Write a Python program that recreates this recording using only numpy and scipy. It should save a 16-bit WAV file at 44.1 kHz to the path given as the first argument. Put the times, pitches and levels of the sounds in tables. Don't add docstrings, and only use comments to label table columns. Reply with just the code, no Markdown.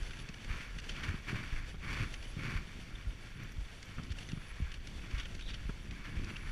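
import sys
import numpy as np
from scipy import signal
from scipy.fft import rfft, irfft, next_fast_len
from scipy.io import wavfile
from scipy.ndimage import uniform_filter1d

SR = 44100
rng = np.random.default_rng(int(sys.argv[2]) if len(sys.argv) > 2 else 0)


def store_pcm(level_fs):
    pcm = np.round(np.clip(level_fs, -1, 1) * 32767).astype(np.int16)
    wavfile.write(sys.argv[1], SR, np.atleast_2d(pcm).T)


N = 287487
TIME = np.arange(N) / SR

# start in seconds, length in seconds, scrape level in dB
# before the takeover from the hiss, sag over the length in dB, rumble level in dB.
RUNNER_BITES = [(0.471, 0.16, -44.5, 9, -47.5), (0.933, 0.078, -49, -0.5, -47),
                (1.015, 0.15, -43, 8.5, -40.5), (1.257, 0.039, -43, -0.5, -43),
                (1.329, 0.096, -44.5, 8, -38), (1.408, 0.23, -49.5, 6, -51), (1.807, 0.11, -50.5, -1, -50),
                (1.868, 0.17, -44.5, 0, -44.5), (2.358, 0.047, -49, -0.5, -45.5),
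                (2.407, 0.17, -44, 3, -43), (3.374, 0.06, -53, 2, -67), (5.083, 0.12, -51.5, 1, -58),
                (6.032, 0.093, -45, 12, -50), (6.255, 0.045, -49, 0.5, -52), (6.356, 0.21, -53, -1.5, -53)]
BITE_ATTACK_S, BITE_RELEASE_S = 0.032, 0.037
# time in seconds, level in dB before the takeover.
LIGHT_SCRAPE_LEVEL = [(0, -57), (0.8, -55.5), (1.6, -56), (1.77, -58), (2.2, -55.5), (2.32, -58.5),
                      (2.7, -56), (3.75, -58), (3.96, -55), (4.2, -59.5), (4.58, -53.5), (4.94, -60.5),
                      (5.05, -54), (5.3, -60.5), (5.65, -56.5), (5.82, -59.5), (6.0, -52.5), (6.52, -55)]
# time in seconds, reference level in dB that hiss and crackle are offset from.
LOOSE_SNOW_LEVEL = [(0, -56.5), (0.2, -57), (0.4, -59), (0.75, -56.5), (0.96, -55), (1.15, -56.5),
                    (1.55, -54.5), (1.77, -60), (1.93, -53.5), (2.35, -58), (2.8, -59), (3.8, -60.5),
                    (4.22, -57.5), (4.95, -59), (5.2, -57.5), (5.5, -58.5), (5.8, -61), (6.52, -55.5)]
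# time in seconds, level in dB.
TRAIL_RUMBLE_LEVEL = [(0, -55), (0.7, -53), (0.9, -47), (1.25, -55.5), (1.75, -54.5), (2.3, -56),
                      (2.68, -53), (3.0, -54.5), (3.4, -52.5), (3.72, -59.5), (4.02, -51), (4.5, -57.5),
                      (5.02, -52.5), (5.42, -52), (5.75, -55.5), (6.2, -50), (6.52, -51)]
# pitch in Hz, quality factor, gain in dB.
RUNNER_RESONANCES = [(1136, 8.4, -5), (1360, 5.9, -10.5), (1700, 12, -10.5), (2256, 30, 3)]

# time of the snap in seconds, peak level in dB, ring-out in seconds,
# ring pitch in Hz, relative crispness in dB.
CRUST_BREAKS = [(0.03, -41.5, 0.024, 1580, -12), (0.108, -38.5, 0.035, 2910, -26),
                (0.134, -36, 0.033, 2730, -26), (0.288, -36.5, 0.038, 2570, -16),
                (0.342, -37, 0.013, 2570, -15), (0.445, -39.5, 0.027, 2230, -14),
                (0.785, -33.5, 0.048, 2810, -18), (0.799, -38.5, 0.023, 1810, -6),
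                (0.841, -40, 0.056, 2690, -23), (0.892, -30, 0.063, 3130, -17),
                (1.035, -32, 0.046, 1410, -42), (2.14, -32, 0.027, 2660, -18),
                (2.226, -39, 0.033, 2660, -17), (2.955, -42.5, 0.03, 3490, -23),
                (3.828, -37.5, 0.022, 2240, -9), (4.034, -42.5, 0.027, 2010, -3),
                (4.104, -43.5, 0.09, 4440, -16), (4.12, -38, 0.027, 2290, -12),
                (4.185, -35.5, 0.047, 2750, -15), (4.288, -38, 0.04, 2060, -13),
                (4.318, -38.5, 0.019, 2800, -12), (4.717, -38.5, 0.033, 2900, -19),
                (4.741, -37, 0.028, 2870, -15), (4.872, -38.5, 0.018, 2340, -7.5),
                (5.181, -36, 0.06, 2920, -18), (5.198, -32, 0.03, 3020, -18),
                (5.255, -38, 0.043, 2980, -31), (5.349, -40, 0.025, 2220, -10),
                (5.484, -41, 0.15, 3600, -24), (5.502, -41, 0.058, 2800, -20),
                (5.541, -35, 0.07, 3050, -35), (5.91, -38, 0.027, 2360, -41), (6.244, -40, 0.018, 2700, -4),
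                (6.365, -34, 0.021, 2780, -32)]
# start in seconds, end in seconds,
# middle of the peak levels in dB.
CRUSTY_STRETCHES = [(0.117, 0.258, -41.5), (0.861, 1.0, -41), (4.101, 4.3, -43.5), (5.101, 5.55, -43)]
CRUMBS_PER_S, CRUMB_SCATTER_DB, CRUMB_T60_S = 34, 3, 0.038
CRUMB_CENTRE_HZ, CRUMB_CRISP_DB = 3120, -21
# start in seconds, relative level in dB,
# middle pitch in Hz, length in seconds.
SNOW_SQUEAKS = [(2.949, -40, 3540, 0.019), (4.263, -46, 6050, 0.026), (5.243, -38, 3280, 0.022),
                (5.413, -43, 3600, 0.042), (5.432, -37, 3700, 0.12), (5.49, -38, 4600, 0.034),
                (6.352, -34, 2880, 0.019)]

# start in seconds, peak level in dB, pitch in Hz that the swing settles to.
RIDE_JOLTS = [(0.021, -31, 35.6), (0.504, -27.5, 33.5), (1.083, -30.5, 76), (1.525, -29.5, 32),
              (1.999, -30, 102.4), (2.553, -28.5, 33), (3.07, -28, 34.5), (3.581, -32, 45.6),
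              (4.102, -33, 66), (4.619, -28.5, 66), (5.137, -28, 41), (5.654, -28.5, 34.4),
              (5.894, -34.5, 35.0), (6.17, -27.5, 33.6)]
# start in seconds, thud peak level in dB, nominal thud pitch in Hz,
# relative clack level in dB, clack pitch in Hz.
FRAME_KNOCKS = [(0.294, -37.5, 171, -13, 1430), (0.765, -38, 139, -14, 694), (1.141, -30.5, 148, -15, 1170),
                (1.328, -30, 142, -10, 633), (1.343, -38, 139, -8, 1440), (1.743, -43.5, 146, -2, 694),
                (2.367, -32.5, 143, -26, 1470), (3.982, -36, 145, -4.5, 1230), (3.995, -34, 146, -11, 790),
                (4.331, -27.5, 138, -22, 1290), (4.372, -33.5, 139, -14, 1370), (4.6, -31, 131, -30, 1430),
                (5.692, -30.5, 150, -9.5, 1130), (6.335, -36, 154, -15, 1500)]
# start in seconds, peak level in dB.
HARNESS_CLINKS = [(2.811, -55), (3.433, -50), (3.518, -50), (3.854, -57)]
# pitch in Hz, relative level in dB.
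SNAP_RESONANCES = [(5900, 3), (12500, -5)]

# time in seconds, level in dB around which it sways.
WIND_LEVEL = [(0, -46.5), (0.9, -46.5), (2.05, -42.5), (2.9, -48), (3.8, -49), (4.4, -47.5), (4.8, -45.5),
              (5.5, -41.5), (5.95, -47.5), (6.52, -43.5)]
WIND_SWAY_DB, PUFF_DB, PUFF_S = 2, -14, 0.038

# frequency in Hz, relative level in dB.
SCRAPE_SPECTRUM = [(300, -10), (700, -13), (900, -9), (1100, -2.5), (1600, -1), (2400, 1), (3000, -7),
                   (4000, -11.5), (6500, -18), (10000, -26.5), (15000, -40)]
HISS_SPECTRUM = [(200, -5.5), (450, -1.5), (800, -6), (1400, -6.5), (2400, -3), (3400, -5), (4500, -11),
                 (6200, -11), (8000, -15), (10500, -22.5), (12000, -29), (15000, -50)]
RUMBLE_SPECTRUM = [(40, -17), (95, 2.5), (140, 0.5), (250, -6.5), (350, -11), (480, -21.5), (800, -31),
                   (2000, -80), (8000, -100)]
CRUST_SPECTRUM = [(200, 4.5), (1000, -14.5), (1350, 2), (2900, 4.5), (4500, -4.5), (6200, -7.5),
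                  (8000, -18), (11000, -27.5), (15000, -79)]
CLACK_SPECTRUM = [(200, 4), (500, -7), (800, -16), (1200, 0), (1900, -7), (3200, -6), (8000, -64)]
WIND_SPECTRUM = [(8, -8), (20, 1.5), (32, 4), (55, -4.5), (100, -13.5), (180, -23.5), (400, -81),
                 (3000, -110)]

# centre in Hz, width in Hz, gain in dB.
CASE_RESONANCES = [(1195, 220, -2.5), (1690, 540, 1), (2220, 450, -1.5), (2115, 34, 2.5), (3640, 580, 2),
                   (3920, 360, -6), (4540, 380, 3), (5145, 210, -9.5), (5500, 470, 1.5), (6710, 550, -4.5),
                   (6980, 460, 0), (8170, 1340, -4.5)]
# start in seconds, end in seconds.
BUZZ_BURSTS = [(0, .19), (2.0, 2.28), (4.18, 4.48), (6.29, 6.52)]
# frequency in Hz, relative level in dB.
BUZZ_TONES = [(9360, 0), (9920, -5), (10070, 0), (10350, -6), (10630, -1), (10950, -6)]
TOP_HZ = 15250


def undb(db):
    return 10 ** (np.asarray(db) / 20)


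def unit(x):
    return x / np.sqrt(np.mean(x ** 2))


def curve(table, axis):
    rows = np.array(table)
    return np.interp(TIME, rows[:, 0], rows[:, axis])


def colour(x, points):
    size = next_fast_len(len(x) + 4096)
    size += size % 2
    hz = np.arange(size // 2 + 1) * SR / size
    rows = np.array(points)
    db = np.interp(np.log(hz + 1), np.log(rows[:, 0]), rows[:, 1])
    for centre, width, gain in CASE_RESONANCES:
        db = db + gain * np.exp(-2 * ((hz - centre) / width) ** 2)
    cepstrum = irfft(np.log(undb(db)))
    cepstrum[1:size // 2] *= 2
    cepstrum[size // 2 + 1:] = 0
    response = np.exp(rfft(cepstrum))
    return irfft(rfft(x, size) * response)[:len(x)]


def walk(rate):
    knots = rng.standard_normal(4096)
    return unit(np.interp(TIME * rate, np.arange(len(knots)), knots))


def grains(rate, spread_db):
    size = undb(spread_db * np.minimum(rng.exponential(size=N), 5))
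    clicks = rng.random(N) < rate / SR
    return unit(clicks * rng.choice([-1, 1], N) * size)


def fade(t, rise, t60):
    return (1 - np.exp(-t / rise)) * np.exp(-np.log(1000) * t / t60)


def ring(x, hz, q):
    return signal.lfilter(*signal.iirpeak(hz, max(q, 1), fs=SR), x)


def sweep(pitch):
    return np.sin(2 * np.pi * np.cumsum(pitch) / SR)


def add(out, start, sound, db):
    i = max(int(start * SR), 0)
    part = sound[:N - i]
    out[i:i + len(part)] += undb(db) * part / np.abs(sound).max()


def runners():
    shear = colour(grains(rate=3500, spread_db=2.2), SCRAPE_SPECTRUM)
    shear = shear + sum(undb(db) * ring(shear, hz, q) for hz, q, db in RUNNER_RESONANCES)
    scrape = unit(shear) * undb(1.06 * walk(rate=100) + 1.57 * walk(rate=20))

    hiss = unit(colour(grains(rate=9000, spread_db=1.5), HISS_SPECTRUM))
    hiss = hiss * undb(1.0 * walk(rate=41) + 1.6 * walk(rate=16))

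    rumble = unit(colour(grains(rate=400, spread_db=1.5), RUMBLE_SPECTRUM))
    rumble = rumble * undb(0.61 * walk(rate=67) + 2.1 * walk(rate=8.8))

    bite_scrape, bite_rumble = bites()
    scrape_gain = np.hypot(bite_scrape, undb(curve(LIGHT_SCRAPE_LEVEL, axis=1)))
    rumble_gain = np.hypot(bite_rumble, undb(curve(TRAIL_RUMBLE_LEVEL, axis=1)))
    takeover = 1 / (1 + np.exp(-(20 * np.log10(scrape_gain) + 59) / 3.1))
    hiss_db = curve(LOOSE_SNOW_LEVEL, axis=1) + 2 - 3 * takeover
    return scrape * takeover * scrape_gain + hiss * undb(hiss_db) + rumble * rumble_gain


def bites():
    scrape, rumble = np.zeros(N), np.zeros(N)
    for start, length, scrape_db, sag_db, rumble_db in RUNNER_BITES:
        t = TIME - start
        swell = np.clip(t / BITE_ATTACK_S, 0, 1)
        release = np.exp(-np.maximum(t - length, 0) / BITE_RELEASE_S)
        shape = swell * release * undb(-sag_db * np.clip(t / length, 0, 1))
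        scrape = np.hypot(scrape, shape * undb(scrape_db))
        rumble = np.hypot(rumble, shape * undb(rumble_db))
    return scrape, rumble


def crackle():
    ticks = 0
    for hz in np.geomspace(1400, 7500, num=12):
        ticks = ticks + unit(ring(grains(rate=22, spread_db=-2.0), hz, q=17))
    return unit(colour(ticks, CRUST_SPECTRUM)) * undb(curve(LOOSE_SNOW_LEVEL, axis=1) - 5.0)


def crunches():
    out, t = np.zeros(N), TIME[:SR // 8]
    lead = .012
    since = t - lead - .0015
    strain = np.exp(np.minimum(since, 0) / 0.0021)
    highpass = signal.butter(2, 4500, "high", fs=SR, output="sos")
    for start, db, t60, hz, crisp_db in CRUST_BREAKS + crumbs():
        release = np.exp(-np.log(1000) * np.maximum(since, 0) / max(t60, .005))
        grit = rng.standard_normal(len(t)) * rng.exponential(size=len(t)) ** .5
        cracks = colour(grit * strain * release, CRUST_SPECTRUM)
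        body = 1.33 * unit(cracks) + 0.54 * unit(ring(cracks, hz, q=11.0))
        edge = undb(crisp_db + 10) * unit(signal.sosfilt(highpass, cracks))
        add(out, start - lead, body + edge, db)
    return out


def crumbs():
    rows = []
    for start, end, db in CRUSTY_STRETCHES:
        chance = rng.uniform(-1, 1, size=(64, 3))
        for place, strength, pitch in chance[:int((end - start) * CRUMBS_PER_S)]:
            moment = start + .5 * (1 + place) * (end - start)
            peak_db = db + CRUMB_SCATTER_DB * strength
            hz = CRUMB_CENTRE_HZ * 2 ** (0.35 * pitch)
            rows.append((moment, peak_db, CRUMB_T60_S, hz, CRUMB_CRISP_DB))
    return rows


def squeaks():
    out = np.zeros(N)
    for start, db, hz, length in SNOW_SQUEAKS:
        size = int(length * SR)
        pitch = hz * (1 + 0.049 * walk(rate=1100)[:size])
        roughness = undb(5.2 * walk(rate=500)[:size])
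        add(out, start, sweep(pitch) * np.hanning(size) * roughness, db - 8)
    return out


def jolts():
    out, t = np.zeros(N), TIME[:SR // 4]
    for start, db, hz in RIDE_JOLTS:
        pitch = hz + 55 * np.exp(-t / 0.0048)
        add(out, start, sweep(pitch) * fade(t, rise=0.0027, t60=0.15), db)
    return out


def knocks():
    out, t = np.zeros(N), TIME[:SR // 8]
    for start, db, hz, clack_db, clack_hz in FRAME_KNOCKS:
        pitch = hz * (0.64 + 0.9 * np.exp(-t / 0.0058))
        push = fade(t, rise=0.0043, t60=0.039) ** 2
        add(out, start, sweep(pitch) * push, db)
        clack = colour(rng.standard_normal(len(t)) * fade(t, rise=0.0017, t60=0.051), CLACK_SPECTRUM)
        note = unit(ring(clack, clack_hz, q=4))
        hollow = unit(ring(clack, hz=410, q=2.5))
        add(out, start, 1.3 * unit(clack) + note + hollow, db + clack_db + 2.5)
    return out


def clinks():
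    out, t = np.zeros(N), TIME[:SR // 10]
    for start, db in HARNESS_CLINKS:
        rattle = rng.standard_normal(len(t)) * fade(t, rise=.004, t60=0.025)
        metal = sum(undb(mode_db) * unit(ring(rattle, hz, q=18)) for hz, mode_db in SNAP_RESONANCES)
        add(out, start, metal, db)
    return out


def wind():
    eddies = unit(colour(rng.standard_normal(N), WIND_SPECTRUM))
    puffs = np.zeros(N)
    for start, db, _ in RIDE_JOLTS:
        puffs += undb(db + PUFF_DB) * np.exp(-.5 * ((TIME - start - PUFF_S) / PUFF_S) ** 2)
    steady = undb(curve(WIND_LEVEL, axis=1) + WIND_SWAY_DB * walk(rate=14))
    return eddies * np.hypot(steady, puffs)


def electronics():
    gate = .8 * ((TIME - .06) % .137 < .035)
    whistle_gate = np.zeros(N)
    for start, end in BUZZ_BURSTS:
        gate[(TIME > start) & (TIME < end)] = 1
        whistle_gate += (TIME > end) & (TIME < end + .04)
    buzz = sum(undb(db) * np.sin(2 * np.pi * hz * TIME + 1.4 * walk(rate=350)) for hz, db in BUZZ_TONES)
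    tone = np.sin(2 * np.pi * 10230 * TIME + .5 * walk(rate=300))
    whine = undb(-73.5) * unit(buzz) * uniform_filter1d(gate, size=200)
    whine += undb(-64.5) * tone * uniform_filter1d(whistle_gate, size=200)
    return whine + undb(-78.5) * rng.standard_normal(N)


def scene():
    snow = runners() + crackle() + crunches() + squeaks()
    sled = jolts() + knocks() + clinks()
    return (snow + sled + wind() + electronics())[None]


def record(dry):
    return signal.sosfilt(signal.ellip(10, .1, 70, TOP_HZ, fs=SR, output="sos"), dry)


dry = scene()
out = record(dry)
store_pcm(out)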